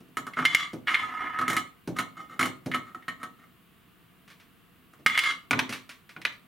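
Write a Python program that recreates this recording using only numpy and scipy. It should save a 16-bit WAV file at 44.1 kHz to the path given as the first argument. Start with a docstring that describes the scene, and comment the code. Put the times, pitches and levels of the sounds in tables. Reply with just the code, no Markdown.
"""Hollow plastic clacks, knocks and scrapes: a stacking-game box is nudged, dragged, pinched and dropped
on a table in a small room. Blows and stick-slip friction ring its walls and thump the tabletop.
Two long plastic toy arms move it; their tips and handles also knock on the table.
Automatic gain ducks the hardest clacks, so their ring swells up behind them."""
import sys
import numpy as np
from scipy import signal
from scipy.fft import rfft, irfft, next_fast_len
from scipy.io import wavfile
from scipy.ndimage import uniform_filter1d, minimum_filter1d

SR = 44100
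rng = np.random.default_rng(int(sys.argv[2]) if len(sys.argv) > 2 else 0)


def persist_wave(psi):
    """Save psi, clipped to +-1, as 16-bit WAV."""
    counts = np.round(np.clip(psi, -1, 1) * 32767).astype(np.int16)
    wavfile.write(sys.argv[1], SR, np.atleast_2d(counts).T)


N = 285415
TIME_S = np.arange(N) / SR
AGE_S = np.arange(SR * 38 // 100) / SR  # time since a contact


# Box against other plastic pieces. Each row: start in seconds, level in dB, treble in dB.
CLACK_HITS = [(.335, -41, -13.5), (.452, -14, -8), (.458, -16, -12.5), (.548, -11.5, -6), (.872, -27, -22),
              (.882, -22, -21.5), (.944, -16.5, -19), (2.715, -33, -14), (2.738, -28.5, -16),
              (3.024, -53.5, -16), (3.083, -30.5, -15.5), (3.103, -52.5, -21), (5.098, -19, -7.5),
              (5.126, -42.5, -16), (5.147, -25.5, -16), (5.176, -19.5, -8), (5.185, -22, -5.5),
              (5.191, -16, -4.5), (5.237, -25.5, -10)]
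def box_clacks(low_db=-15, low_per_treble=0.38, t60_s=0.028, halving_db=9, thump_db=-35):
    """Plastic on plastic: harder contact is brighter, thinner and shorter; the table barely stirs."""
    out = np.zeros(N)
    for start_s, level_db, treble_db in CLACK_HITS:
        hollow_db = low_db - low_per_treble * treble_db
        clatter_t60_s = t60_s * 2 ** (-treble_db / halving_db)
        blow = box_blow(start_s, level_db, hollow_db, treble_db, clatter_t60_s)
        add(out, start_s, blow + thump(level_db + thump_db))
    return out


# Box against the tabletop. Each row: start in seconds, level in dB, treble in dB.
KNOCK_HITS = [(.170, -31, 1), (.267, -42, 1.5), (.370, -34, -19), (.388, -29.5, -12), (.425, -35.5, -52),
              (1.388, -32.5, -6), (1.412, -35, -6), (1.480, -27.5, 1), (1.499, -29, 4), (1.530, -34, 4.5),
              (1.566, -25, 0.5), (1.587, -52, 8.5), (1.966, -42.5, 4.5), (1.987, -27.5, -0.5),
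              (2.393, -26.5, -2.5), (2.41, -27, -1), (2.428, -23.5, -1.5), (2.455, -32, 3),
              (2.745, -29.5, -3.5), (2.947, -43, -4.5), (3.081, -35.5, -0.5), (3.231, -39.5, 1),
              (4.934, -60.5, 6), (5.062, -10.5, -7)]
def box_knocks(usual_db=-30, low_db=6.5, thump_db=-38, max_thump_db=-35):
    """Gentle, dull knocks sound hollow; the thump grows with force, up to what the light box can give."""
    out = np.zeros(N)
    for start_s, level_db, treble_db in KNOCK_HITS:
        force_db = level_db - usual_db
        hollow_db = low_db - 0.79 * force_db - 0.63 * treble_db
        table_db = min(thump_db + 0.82 * force_db, max_thump_db)
        blow = box_blow(start_s, level_db, hollow_db, treble_db, t60_s=0.1)
        add(out, start_s, blow + thump(table_db))
    return out


# One long drag that turns the box. Each row: time in seconds, relative friction in dB.
DRAG_FRICTION = [(1.0, -34), (1.07, -40), (1.076, -38), (1.19, -37), (1.214, -33), (1.38, -37)]
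def box_drag(start_s=0.88, length_s=0.685, gain_db=3, edge_db=-3, face_db=-22.5, smoothing_db_per_s=55):
    """The drag starts gritty on an edge and grows smooth as the box settles onto a face."""
    friction_db = stroke(start_s, length_s, gain_db + np.interp(TIME_S, *np.transpose(DRAG_FRICTION)))
    grit_db = np.maximum(edge_db - smoothing_db_per_s * np.maximum(TIME_S - start_s, 0), face_db)
    return box_rub(friction_db, grit_db, dull_hz=1964, ring_db=-0.5, table_db=-17.5)


# Short pushes over the table. Each row: start in seconds, length in seconds, friction in dB.
SHOVE_STROKES = [(0.369, 0.12, -35), (1.963, 0.039, -38.5), (2.163, 0.044, -44.5), (2.296, 0.039, -45.5),
                 (2.4, 0.043, -59), (2.855, 0.016, -45), (3.202, 0.014, -43), (3.389, 0.05, -55.5)]
def box_shoves():
    """Gentle shoves stir mainly the low wall modes and the table."""
    friction_db = np.max([stroke(*row) for row in SHOVE_STROKES], axis=0)
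    return box_rub(friction_db, grit_db=-6, dull_hz=1450, ring_db=1.5, table_db=-5)


# Rocking after a hard clack. Each row: start in seconds, length in seconds, friction in dB.
RATTLE_STROKES = [(0.48, 0.088, -34), (0.564, 0.043, -27.5), (5.096, 0.015, -32), (5.201, 0.1, -31)]
def box_rattles():
    """Rocking on its edges, the box chatters brightly and hardly stirs the table."""
    friction_db = np.max([stroke(*row) for row in RATTLE_STROKES], axis=0)
    return box_rub(friction_db, grit_db=5.5, dull_hz=3160, ring_db=0, table_db=-25, top_hz=4200)


def box_blow(start_s, level_db, low_db, treble_db, t60_s, ring_db=-2, pinched_ring_db=8):
    """One blow on the box: force and grip both favour ring over clatter."""
    grip = grip_at(start_s)
    share_db = ring_db + 0.26 * (level_db + 25.5) + pinched_ring_db * grip
    return strike(box_body(grip, share_db, t60_s), level_db, low_db, treble_db)


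def stroke(start_s, length_s, level_db, grab_db_per_s=1593.5, release_db_per_s=324):
    """Friction in dB through one stroke: it sets in, holds and dies away."""
    onset_db = grab_db_per_s * np.maximum(start_s - TIME_S, 0)
    release_db = release_db_per_s * np.maximum(TIME_S - start_s - length_s, 0)
    return level_db - np.minimum(onset_db + release_db, 100)


def box_rub(friction_db, grit_db, dull_hz, ring_db, table_db, slips_per_s=550, top_hz=9000):
    """Stick and slip: many tiny catches keep the box ringing; sharp edges add grit."""
    sizes = rng.choice([-1, 1], N) * from_db(rng.normal(0, 4, N))
    slips = (rng.random(N) < slips_per_s / SR) * sizes
    slips = slips / rms(slips) * from_db(friction_db)
    dull = signal.sosfilt(signal.butter(4, dull_hz, fs=SR, output="sos"), slips)
    sharp = signal.sosfilt(signal.butter(4, dull_hz, "high", fs=SR, output="sos"), slips)
    force = dull + from_db(grit_db) * signal.lfilter(*signal.butter(1, top_hz, fs=SR), sharp)
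    pinched = grip_at(TIME_S)
    out = np.zeros(N)
    for grip, share in ((0, 1 - pinched), (1, pinched)):  # crossfade free and pinched box
        body = box_body(grip, ring_db, clatter_t60_s=0.04) + thump(table_db)
        out += signal.oaconvolve(force * np.sqrt(share), body / np.linalg.norm(body))[:N]
    return out


# Pinch of the arms on the box. Each row: time in seconds, grip from 0 to 1.
GRIP_CURVE = [(.28, 0.61), (.33, 0), (1.3, 0), (1.4, 0.23), (2.45, 0.35), (2.74, 0.46), (2.95, 1),
              (3.5, 0.85), (4.9, 0)]
def grip_at(time_s):
    """How firmly the arms hold the box."""
    return np.clip(np.interp(time_s, *np.transpose(GRIP_CURVE)), 0, 1)


# Free box walls. Each row: frequency in Hz, relative level in dB, t60 in seconds, pinch change in dB.
WALL_MODES = [(715, -30, 0.32, 23.5), (1259, 2.5, 0.12, 6), (1810, -18, 0.16, 28.5),
              (2090, -21.5, 0.14, -3.5), (2123.6, 5.5, 0.053, -0.5), (2144, 5.5, 0.094, -24.5),
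              (2365, -12, 0.17, -27), (2770, -10, 0.14, -14.5), (3014, -9, 0.2, -10), (2930, -8.5, 0.15, 6),
              (3430, -12, 0.24, -35), (4120, -15.5, 0.11, 7), (4390, -23, 0.14, -0.5),
              (4940, -15, 0.14, -25), (5680, -13.5, .13, -1), (6150, -24, 0.13, 1), (6750, -14, 0.13, 6.5),
              (6980, -33, 0.21, 21), (7700, -24, 0.094, -19), (8660, -27.5, 0.12, 18.5),
              (9070, -17, 0.16, 9.5), (9800, -34, 0.11, -1.5), (9400, -38.5, 0.04, -1.5),
              (11500, -19, 0.038, 12.5)]
# Short-lived modes between them. Each row: frequency in Hz, relative level in dB.
BOX_SPECTRUM = [(60, -56), (250, -27.5), (600, -15), (850, -11), (1100, 3), (1450, 3), (1780, 3),
                (2150, 6.5), (2550, -6.5), (3200, -2.5), (4700, -11.5), (6500, -13.5), (11000, -14),
                (16000, -25.5)]
def box_body(grip, ring_db, clatter_t60_s, sharpen=0.0283, damping=0.35):
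    """The walls ring over a short clatter; pinching stiffens and damps them and rebalances the modes."""
    modes = [(hz * (1 + sharpen * grip), db + grip * pinch_db, t60_s / (1 + damping * grip))
             for hz, db, t60_s, pinch_db in WALL_MODES]
    return from_db(ring_db) * ringing(modes) + clatter(BOX_SPECTRUM, clatter_t60_s)


# Hard arm contacts. Each row: start in seconds, level in dB, treble in dB, table thump in dB.
ARM_HITS = [(5.509, -20.5, 5.5, -29), (5.531, -21, -9, -29.5), (5.591, -21.5, 0.5, -39.5),
            (6.164, -43.5, -8, -50), (6.216, -44.5, 2, -86), (6.251, -21.5, -6.5, -52.5)]
def arm_knocks(low_db=9, low_per_db=0.55, t60_s=0.055):
    """The arms hit the table and each other; the more goes into the table, the fuller the knock."""
    out = np.zeros(N)
    for start_s, level_db, treble_db, thump_db in ARM_HITS:
        fullness_db = low_db + low_per_db * (thump_db - level_db)
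        add(out, start_s, arm_blow(level_db, fullness_db, treble_db, t60_s) + thump(thump_db))
    return out


# Arm tips on the table. Each row: start in seconds, thump in dB.
TIP_HITS = [(.005, -49.5), (0.085, -57.5), (0.732, -34.5), (1.875, -30), (2.660, -29), (4.991, -54),
            (5.692, -36.5)]
def tip_bumps(tick_db=-17, soft_hz=520):
    """The soft tips give the table a round thud, with a faint bright tick."""
    out = np.zeros(N)
    for start_s, thump_db in TIP_HITS:
        table = thump(thump_db, ring_db=-7.5, low_cut_hz=21)
        thud = signal.lfilter(*signal.butter(2, soft_hz, fs=SR), table)
        tick = arm_blow(thump_db + tick_db, low_db=7.5, treble_db=14.5, t60_s=0.1)
        add(out, start_s, tick + thud)
    return out


# Light scuffs of the arms. Each row: start in seconds, level in dB.
SCUFF_HITS = [(4.278, -56), (4.302, -55), (4.399, -57), (5.693, -39), (5.725, -35.5), (5.892, -45),
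              (6.092, -50), (6.322, -54.5)]
def arm_scuffs(thump_db=-15):
    """Glancing touches give a bright, drawn-out rustle."""
    out = np.zeros(N)
    for start_s, level_db in SCUFF_HITS:
        rustle = arm_blow(level_db, low_db=-0.5, treble_db=7, t60_s=0.19)
        add(out, start_s, rustle + thump(level_db + thump_db))
    return out


# Arm resonances. Each row: frequency in Hz, relative level in dB, t60 in seconds.
TOY_ARM_MODES = [(716, 8, 0.1), (1450, 20, 0.1), (1800, -10, 0.098), (2184, -14, .08), (3024, -23, 0.078),
                 (4430, -12.5, 0.036)]
# Arm clatter. Each row: frequency in Hz, relative level in dB.
ARM_SPECTRUM = [(50, -36), (300, -20.5), (550, -4.5), (800, -8), (1100, 3), (1500, 3.5), (2400, 6.5),
                (3200, -2.5), (4200, -6.5), (5500, -11), (7300, -21.5), (10000, -18), (16000, -32.5)]
def arm_blow(level_db, low_db, treble_db, t60_s, ring_db=-12):
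    """One blow on an arm, which rings only briefly."""
    body = from_db(ring_db) * ringing(TOY_ARM_MODES) + clatter(ARM_SPECTRUM, t60_s)
    return strike(body, level_db, low_db, treble_db)


# Tabletop resonances. Each row: frequency in Hz, relative level in dB, t60 in seconds.
TABLETOP_MODES = [(116.4, -9, 0.41), (136, -6, 0.39), (239, -8.5, 0.34), (258.4, 6, 0.3),
                  (275, -12.5, 0.42), (369.5, -10, 0.78)]
# Tabletop thud. Each row: frequency in Hz, relative level in dB.
THUD_SPECTRUM = [(25, -64), (45, -54.5), (70, -28), (105, -1), (190, -4.5), (260, 4), (400, -7),
                 (550, -9.5), (750, -7.5), (1200, -19), (3000, -52.5), (9000, -84)]
def thump(level_db, ring_db=-5, thud_db=-1, low_cut_hz=65):
    """The tabletop thuds and hums on; it is too small to radiate deep bass."""
    hum = from_db(ring_db) * ringing(TABLETOP_MODES)
    thud = from_db(thud_db) * clatter(THUD_SPECTRUM, t60_s=0.24)
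    return from_db(level_db) * band(hum + thud, low_cut_hz, SR * 0.45)


def ringing(modes):
    """Decaying sines; each contact point varies their strength, sign and tuning."""
    hz, db, t60_s = np.transpose(modes)
    gains = rng.choice([-1, 1], len(hz)) * from_db(db + rng.normal(0, 1.5, len(hz)))
    hz = hz * rng.normal(1, 0.004, len(hz))
    partials = (g * np.sin(2 * np.pi * f * AGE_S) * decay(t) for g, f, t in zip(gains, hz, t60_s))
    return unit_attack(sum(partials))


def clatter(spectrum, t60_s):
    """Decaying noise: tiny rebounds through a crowd of damped modes."""
    return unit_attack(colour(rng.standard_normal(len(AGE_S)) * decay(t60_s), spectrum))


def strike(body, level_db, low_db, treble_db, bass_share=0.81):
    """Place and hardness of contact tilt the sound about its core near 2 kHz, which sets the level."""
    low_db = np.clip(low_db, -14, 14)
    bass_db = bass_share * min(low_db, 0)  # a brief, hard contact has little bass
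    tilt = [(400, bass_db), (900, (bass_db + low_db) / 2), (1300, low_db), (1900, 0.036),
            (2400, 0.027), (4200, treble_db * 0.48), (6500, treble_db)]
    tilted = colour(body, tilt)
    core = band(tilted[:SR // 100], 1650, 4000)
    return from_db(level_db) * tilted / rms(core)


# Reverberation. Each row: frequency in Hz, t60 in seconds.
ROOM_DECAY = [(120, 0.48), (300, 0.33), (800, 0.33), (2000, 0.27), (5000, 0.27), (14000, 0.16)]
def room(x, first_echo_s=0.0027, side_db=-3):
    """Diffuse echoes of a small furnished room, the treble dying first."""
    edges_hz = np.geomspace(60, 17000, 10)
    echoes = stereo_noise(len(AGE_S), side_db) * np.clip(AGE_S / first_echo_s - 1, 0, 1)
    tail = sum(band(echoes, low, high) * decay(at_hz(ROOM_DECAY, np.sqrt(low * high)))
               for low, high in zip(edges_hz, edges_hz[1:]))
    return signal.fftconvolve(x[None], tail / np.linalg.norm(tail[0]), axes=1)[:, :N]


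# Room background. Each row: frequency in Hz, relative noise density in dB.
AIR_SPECTRUM = [(15, -44), (25, -19.5), (114, -9), (180, -4), (206, -7.5), (489, -18.5), (591, -30),
                (659, -17.5), (818, -25.5), (1190, -16.5), (1400, -20), (2550, -23.5), (2760, -20),
                (5730, -39.5), (16000, -29)]
def room_air(level_db=-59):
    """Faint, steady, low noise of the room."""
    air = colour(stereo_noise(N, side_db=-5), AIR_SPECTRUM)
    return from_db(level_db) * air / rms(air)


def from_db(db):
    """Decibels to gain."""
    return 10 ** (np.asarray(db) / 20)


def rms(x):
    """Root mean square."""
    return np.sqrt(np.mean(x ** 2) + 1e-20)


def at_hz(points, hz):
    """Read a (Hz, value) table on a log-frequency axis."""
    points_hz, values = np.transpose(points)
    return np.interp(np.log(np.maximum(hz, 1)), np.log(points_hz), values)


def band(x, low_hz, high_hz):
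    """Butterworth band-pass."""
    return signal.sosfilt(signal.butter(2, [low_hz, high_hz], "band", fs=SR, output="sos"), x)


def colour(x, spectrum):
    """Minimum-phase filter with the given (Hz, dB) response."""
    size = 2 * next_fast_len(x.shape[-1] // 2 + 1024)
    gains = from_db(at_hz(spectrum, np.fft.rfftfreq(size, 1 / SR)))
    cepstrum = irfft(np.log(gains))
    cepstrum[1:size // 2] *= 2  # fold onto positive time
    cepstrum[size // 2 + 1:] = 0
    return irfft(rfft(x, size) * np.exp(rfft(cepstrum)))[..., :x.shape[-1]]


def decay(t60_s):
    """Envelope that falls 60 dB in t60_s."""
    return np.exp(-np.log(1000) * AGE_S / max(t60_s, 1e-3))


def unit_attack(x):
    """Scale to rms 1 over the first 10 ms."""
    return x / rms(x[:SR // 100])


def stereo_noise(size, side_db):
    """Noise partly shared by left and right."""
    mid, side = rng.standard_normal((2, size))
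    return mid + from_db(side_db) * side * [[1], [-1]]


def add(track, start_s, sound):
    """Mix a sound in at start_s."""
    start = max(round(start_s * SR), 0)
    track[start:start + len(sound)] += sound[:N - start]


def scene(pan_db=0.35, room_db=-7):
    """Box and arms a little right of centre, their echoes and the still air."""
    box = box_knocks() + box_clacks() + box_drag() + box_shoves() + box_rattles()
    arms = tip_bumps() + arm_knocks() + arm_scuffs()
    direct = (box + arms) * from_db([[-pan_db], [pan_db]])
    echoes = room(from_db(room_db) * (box + arms))
    return direct + echoes + room_air()


def record(dry, threshold_db=-13, release_db_per_s=130, attack_s=0.0069, ceiling=0.55, cutoff_hz=16000):
    """Automatic gain ducks fast and recovers steadily; a limiter and a low-pass follow."""
    peak_db = 20 * np.log10(np.abs(dry).max(axis=0) + 1e-9)
    over_db = np.maximum(peak_db - threshold_db, 0)
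    recovery_db = release_db_per_s * TIME_S
    held_db = np.maximum.accumulate(over_db + recovery_db) - recovery_db
    pole = np.exp(-1 / (attack_s * SR))
    ducked = dry * from_db(-signal.lfilter([1 - pole], [1, -pole], held_db))
    allowed_gain = ceiling / np.maximum(np.abs(ducked).max(axis=0), ceiling)
    limited = ducked * uniform_filter1d(minimum_filter1d(allowed_gain, size=61), size=61)
    return signal.sosfilt(signal.ellip(10, 0.1, 80, cutoff_hz, fs=SR, output="sos"), limited)


dry = scene()
out = record(dry)
persist_wave(out)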